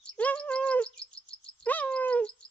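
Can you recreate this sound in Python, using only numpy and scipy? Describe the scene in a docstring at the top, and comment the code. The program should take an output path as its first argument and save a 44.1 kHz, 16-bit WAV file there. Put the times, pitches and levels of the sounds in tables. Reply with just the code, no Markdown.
"""Very quiet open country: a high haze over a faint rumble of air, with far birds slurring downwards.
Almost at once a small bird starts a five-note chip and repeats it about six times a second throughout.
At 0.2 s a cheetah a few metres away gives a drawn-out mew, its mouth wide early on, then nearly closed.
The rumble swells briefly just before the second mew, at 1.7 s.
Grass and trees scatter a faint tail behind the calls."""
import sys
import numpy as np
from scipy import signal
from scipy.fft import rfft, irfft
from scipy.io import wavfile
from scipy.ndimage import uniform_filter1d

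SR = 44100
rng = np.random.default_rng(int(sys.argv[2]) if len(sys.argv) > 2 else 0)


def persist_wave(psi):
    """Save psi, clipped to +-1, as 16-bit WAV."""
    counts = np.round(np.clip(psi, -1, 1) * 32767).astype(np.int16)
    wavfile.write(sys.argv[1], SR, np.atleast_2d(counts).T)


N = 110250


def undb(db):
    """Decibels to gain."""
    return 10 ** (np.asarray(db) / 20)


def curve(t, table):
    """Envelopes from breakpoints: one for each column after the time."""
    rows = np.array(table, float)
    return [np.interp(t, rows[:, 0], column) for column in rows.T[1:]]


def colour(hz, table):
    """Gain of an EQ curve at the given frequencies."""
    rows = np.array(table, float)
    return undb(np.interp(np.log(np.maximum(hz, 1)), np.log(rows[:, 0]), rows[:, 1]))


def tint(x, table):
    """Put a sound through an EQ curve."""
    return irfft(rfft(x) * colour(np.fft.rfftfreq(N, 1 / SR), table), N)


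def noise(table):
    """Coloured noise of rms 1."""
    coloured = tint(rng.standard_normal(N), table)
    return coloured / coloured.std()


def walk(rate_hz):
    """Smooth random modulation of spread 1 that turns about rate_hz times a second."""
    hold = max(int(SR / rate_hz), 2)
    steps = np.repeat(rng.standard_normal(N // hold + 1), hold)
    drift = uniform_filter1d(steps, hold)[:N]
    return drift / drift.std()


def place(x, pan_db, lag_s):
    """Stereo position: negative pan_db favours the right channel, which hears lag_s later."""
    late = irfft(rfft(x) * np.exp(-2j * np.pi * np.fft.rfftfreq(N, 1 / SR) * lag_s), N)
    return np.array([x * undb(pan_db / 2), late * undb(-pan_db / 2)])


def scatter(x, t60_s, gap_s):
    """Diffuse echoes from the vegetation, different in each ear."""
    t = np.arange(SR) / SR
    tail = rng.standard_normal((2, SR)) * np.exp(-np.log(1000) * t / t60_s) * (t > gap_s)
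    tail /= np.sqrt(np.sum(tail ** 2, axis=1, keepdims=True))
    return signal.fftconvolve(x[None], tail, axes=1)[:, :N]


def country():
    """The bed: a high haze of distant birds and insects over a rumble of air that swells once."""
    # Colours of the haze and the rumble. Each row: frequency in Hz, relative level in dB.
    haze_eq = [(25,-20),(250,-17),(500,-16.5),(1200,-6.5),(1750,-12),(2600,-13),(3300,-5.5),(4200,-14),(5200,-4.5),(5900,-13.5),(7000,-12.5),(7800,-19.5),(9500,-36),(15000,-43.5)]
    rumble_eq = [(15,-9.5),(28,-8),(50,-4),(72,-4),(105,-9.5),(160,-15),(300,-25.5),(700,-46)]
    haze_db, rumble_db, side_db = -74, -86.5, -9.5
    swell_at_s, swell_width_s, swell_db = 1.635, .035, 17
    haze = np.array([noise(haze_eq), noise(haze_eq)]) * undb(haze_db + walk(rate_hz=18))
    swell = np.exp(-((np.arange(N) / SR - swell_at_s) / swell_width_s) ** 2)
    rumble = noise(rumble_eq) + undb(side_db) * noise(rumble_eq) * np.array([[1], [-1]])
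    return haze + rumble * undb(rumble_db + swell_db * swell)


def add_whistle(out, start_s, length_s, pitches, db):
    """Mix in one soft-edged bird note that glides through three pitches, turning a quarter of the way."""
    edge_s, octave_db = max(.0011, length_s / 10), -41
    span = np.arange(max(int(start_s * SR), 0), min(int((start_s + length_s) * SR), N))
    progress = np.clip((span / SR - start_s) / length_s, 0, 1)
    hz = np.interp(progress, [0, .25, 1], pitches)
    ramp = np.clip(np.minimum(progress, 1 - progress) * length_s / edge_s, 0, 1)
    phase = 2 * np.pi * np.cumsum(hz) / SR
    tone = np.sin(phase) + undb(octave_db) * np.sin(2 * phase)
    out[span] += undb(db) * np.sin(np.pi / 2 * ramp) ** 2 * tone


def far_birds():
    """Single slurred whistles, half lost in their echo."""
    # Each row: start and length in seconds, opening, turning and closing pitch in Hz, level in dB.
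    slurs = [(-.02,0.058,4100,3890,3344,-63.5),(0.1,0.0354,3100,2970,2010,-69),(.618,.037,6870,4860,3764,-59),(.932,0.016,4140,3250,2725,-57),(0.961,.03,2620,2423,2384,-60.5),
             (1.07,0.032,7534,7640,8040,-76),(1.112,0.0077,4340,3434,2696,-63),(1.395,0.3,7750,7750,7460,-77.5),(2.264,0.32,7980,7680,7260,-77.5)]
    dry = np.zeros(N)
    for start_s, length_s, *pitches, db in slurs:
        add_whistle(dry, start_s, length_s, pitches, db)
    return dry + undb(2.5) * scatter(dry, t60_s=0.21, gap_s=0.0013)


def chipping_bird():
    """The same quick figure over and over, opening on a soft hiss and smeared by the bush and trees."""
    # The chips. Each row: start in seconds, base level in dB, stretch factor on the note spacing.
    chips = [(0.056,-36,0.86),(0.2064,-35.5,1),(0.3547,-37.5,1.02),(0.5143,-36,1.03),(0.6667,-35.5,1.08),(0.8185,-35.5,1.05),(0.9759,-36,1.0),(1.1309,-40.5,1.04),
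             (1.287,-38.5,1.1),(1.4438,-39.5,1.02),(1.5996,-44,1.42),(1.7604,-43,0.91),(1.917,-42.5,1.08),(2.081,-42.5,1.1),(2.248,-40,1.05),(2.4067,-42.5,1.07)]
    # The notes of a chip. Each row: unstretched offset and length in seconds,
    # opening, turning and closing pitch in Hz before the sag, relative level in dB.
    notes = [(0,.0035,6300,7100,6900,-5),(.0045,.003,6300,5300,3100,-8),(.0172,.0105,3700,4650,4050,-7),(.0332,.0028,5500,4900,3900,-5),(.0405,.009,4300,5420,5120,1)]
    # Colour of the hiss. Each row: frequency in Hz, relative level in dB.
    hiss_eq = [(2500,-33.5),(3200,-6.5),(4500,-15),(5800,1),(6600,0.5),(7400,-18),(8100,-23.5),(9500,-41)]
    note_trim_db, sag_per_s = 2.5, .011
    hiss_db, hiss_lead_s, hiss_rise_s, hiss_fall_s = -19, 0.00067, .02, .025
    t, dry, hiss_envelope = np.arange(N) / SR, np.zeros(N), np.zeros(N)
    accents_db = rng.standard_normal((len(chips), len(notes)))
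    for (start_s, chip_db, stretch), accents in zip(chips, accents_db):
        since = t - start_s + hiss_lead_s
        puff = np.exp(-np.maximum(-since / hiss_rise_s, since / hiss_fall_s))
        hiss_envelope += undb(chip_db + hiss_db) * puff
        sag = 1 - sag_per_s * start_s  # each chip sits a touch lower than the last
        for (offset_s, length_s, *pitches, note_db), accent_db in zip(notes, accents):
            db = note_trim_db + chip_db + note_db + accent_db
            add_whistle(dry, start_s + offset_s * stretch, length_s, np.array(pitches) * sag, db)
    hiss = hiss_envelope * np.array([noise(hiss_eq), noise(hiss_eq)])
    bush = undb(-6) * scatter(dry, t60_s=0.085, gap_s=0.006)
    trees = undb(-21.5) * scatter(dry, t60_s=0.42, gap_s=0.0097)
    return place(dry, pan_db=-1.7, lag_s=.00005) + hiss + bush + trees


def mew(contour, ring_hz):
    """Vocal-fold harmonics coloured by the mouth; rasp shakes them and turns overtones into pulsed air."""
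    # Mouth opening and vocal roughness. Each row: time in seconds, amount from 0 to 1.
    mouth_moves = [(.19,0.76),(.25,0.73),(.3,0.4),(.35,0.27),(.5,.05),(.8,0.25),(1.665,0.1),(1.73,1),(1.8,0.96),(1.85,0),(2.0,0),(2.25,0.43)]
    rasp_moves = [(.19,.55),(.24,.3),(.275,.05),(.72,.05),(.78,.2),(.825,.75),(1.665,.35),(1.71,.25),(1.728,.75),(1.742,.1),(1.86,.05),(2.11,.05),(2.19,.2),(2.24,.65)]
    # Colours of the wide mouth, the nearly shut mouth and the breath.
    # Each row: frequency in Hz, relative level in dB.
    wide_eq = [(1300,-9),(1650,1),(2000,-2),(2300,-9),(2700,-5),(3300,-4),(3900,-7),(4400,-10),(5600,-7),(6600,-14),(7700,-23),(8300,-46),(10500,-38),(13000,-41),(15500,-54)]
    shut_eq = [(1300,5),(1580,-4.5),(2050,-0.5),(2125,-12),(2400,-10.5),(2660,-11),(3100,-17),(3600,-31),(5200,-20),(7400,-34.5),(8100,-58.5),(13000,-52.5),(15500,-59)]
    breath_eq = [(400,-8.5),(1100,1.5),(1700,-6.5),(2300,-5),(3000,0.5),(3800,-16.5),(6000,-23),(7500,-22.5),(8800,-38.5),(15000,-36.5)]
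    jitter, shimmer, shake_hz, hoarseness = .022, 0.083, 258.9, 0.85
    overtone_trim_db, wander_db, breath_db = 1.5, 3, -6.5
    ring_db, ring_half_width_hz, fade_s = 10.5, 280, .008
    t = np.arange(N) / SR
    hz, first_db, second_db, overtone_db = (uniform_filter1d(c, size=220) for c in curve(t, contour))
    mouth, rasp = curve(t, mouth_moves)[0], curve(t, rasp_moves)[0]
    inside_s = np.minimum(t - contour[0][0], contour[-1][0] - t)
    gate = np.sin(np.pi / 2 * np.clip(1 + inside_s / fade_s, 0, 1)) ** 2
    on = gate > 0
    phase = 2 * np.pi * np.cumsum(hz * (1 + jitter * rasp * walk(shake_hz))) / SR
    voice = undb(first_db) * np.sin(phase) + undb(second_db) * np.cos(2 * phase)
    overtone_gain = undb(overtone_db + overtone_trim_db)
    clear_gain = overtone_gain * (1 - hoarseness * rasp ** 2)
    for harmonic in range(3, 30):
        partial_hz = harmonic * hz[on]
        ring = undb(ring_db / (1 + ((partial_hz - ring_hz) / ring_half_width_hz) ** 2))
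        wide = colour(partial_hz, wide_eq) * ring
        vowel = wide ** mouth[on] * colour(partial_hz, shut_eq) ** (1 - mouth[on])
        wander = undb(wander_db * walk(rate_hz=25.56)[on])
        partial = np.sin(harmonic * phase[on] + rng.uniform(0, 2 * np.pi))
        voice[on] += clear_gain[on] * vowel * wander * partial
    breath = noise(breath_eq) * (1 + np.cos(phase)) * overtone_gain * rasp * undb(breath_db)
    flutter = 1 + shimmer * rasp * walk(shake_hz)
    return np.sqrt(2) * gate * (voice * flutter + breath)


def cheetah():
    """Two mews; grass nearby and trees farther off throw back mostly the overtones."""
    # One contour per mew. Each row: time in seconds, pitch in Hz,
    # then base levels in dB of the fundamental, the second harmonic and the overtones above.
    contours = [
        [(0.186, 480, -43, -77, -83), (0.198, 412.3, -31, -47.5, -57.5), (0.226, 467, -23.5, -44, -52.5),
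         (0.264, 544, -28.5, -28, -42), (0.294, 557.8, -28.5, -27, -37.5), (0.34, 534.3, -31, -36.5, -52.5),
         (0.362, 600.3, -39.5, -46.5, -63), (0.41, 577, -41.5, -56, -65), (0.472, 598, -39, -48, -64),
         (0.508, 521.5, -30, -33.5, -47.5), (0.526, 519.5, -30, -34.5, -49.5),
         (0.658, 539.4, -28.5, -32, -48.5), (0.734, 517.4, -27, -30, -44), (0.756, 499.2, -22, -34, -53.5),
         (0.786, 516.2, -23, -42.5, -50), (0.806, 454, -24, -51.5, -51.5), (0.83, 438.4, -33, -58.5, -62.5),
         (0.84, 453, -54, -62.5, -64.5)],
        [(1.661, 526, -55.5, -67.5, -63.5), (1.669, 479, -30.5, -43.5, -54.5), (1.677, 452.4, -25, -43, -60.5),
         (1.695, 487.7, -24.5, -33.5, -43.5), (1.719, 557, -29, -21.5, -45), (1.729, 634.4, -39, -36.5, -43.5),
         (1.749, 656.7, -41, -35, -43.5), (1.771, 646.7, -39, -41, -46.5), (1.813, 578.3, -39.5, -32, -57),
         (1.841, 536, -32, -31.5, -55), (1.893, 529.6, -32.5, -35, -56.5), (2.025, 514.3, -29, -32.5, -48),
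         (2.101, 507, -28, -34, -47.5), (2.155, 475.7, -23, -37.5, -52.5), (2.193, 488, -24, -45.5, -54),
         (2.219, 434, -26, -55.5, -66.5), (2.245, 413.8, -31.5, -53, -66.5), (2.272, 436, -52, -78, -83)],
    ]
    # Where the wide mouth rings: one frequency in Hz per mew.
    rings_hz = [3250, 3700]
    # The roll-off below the fundamental and the colour that vegetation returns.
    # Each row: frequency in Hz, gain in dB.
    low_cut = [(180,-30),(300,-20),(410,0)]
    vegetation_eq = [(420,-18),(600,-10),(900,-9),(1400,-1.5),(3000,5.5),(8000,2)]
    mews = sum(mew(contour, ring_hz) for contour, ring_hz in zip(contours, rings_hz))
    dry = tint(mews, low_cut)
    send = tint(dry, vegetation_eq)
    grass = undb(-12) * scatter(send, t60_s=.06, gap_s=0.0032)
    trees = undb(-19) * scatter(send, t60_s=.5, gap_s=0.02)
    return place(dry, pan_db=-4, lag_s=.00008) + grass + trees


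def scene():
    """The cheetah in front, birds and country behind."""
    return cheetah() + chipping_bird() + far_birds() + country()


def record(dry):
    """A steep low-pass takes off the very top."""
    cutoff_hz = 15800
    return signal.sosfilt(signal.ellip(8, .2, 70, cutoff_hz, fs=SR, output="sos"), dry)


dry = scene()
out = record(dry)
persist_wave(out)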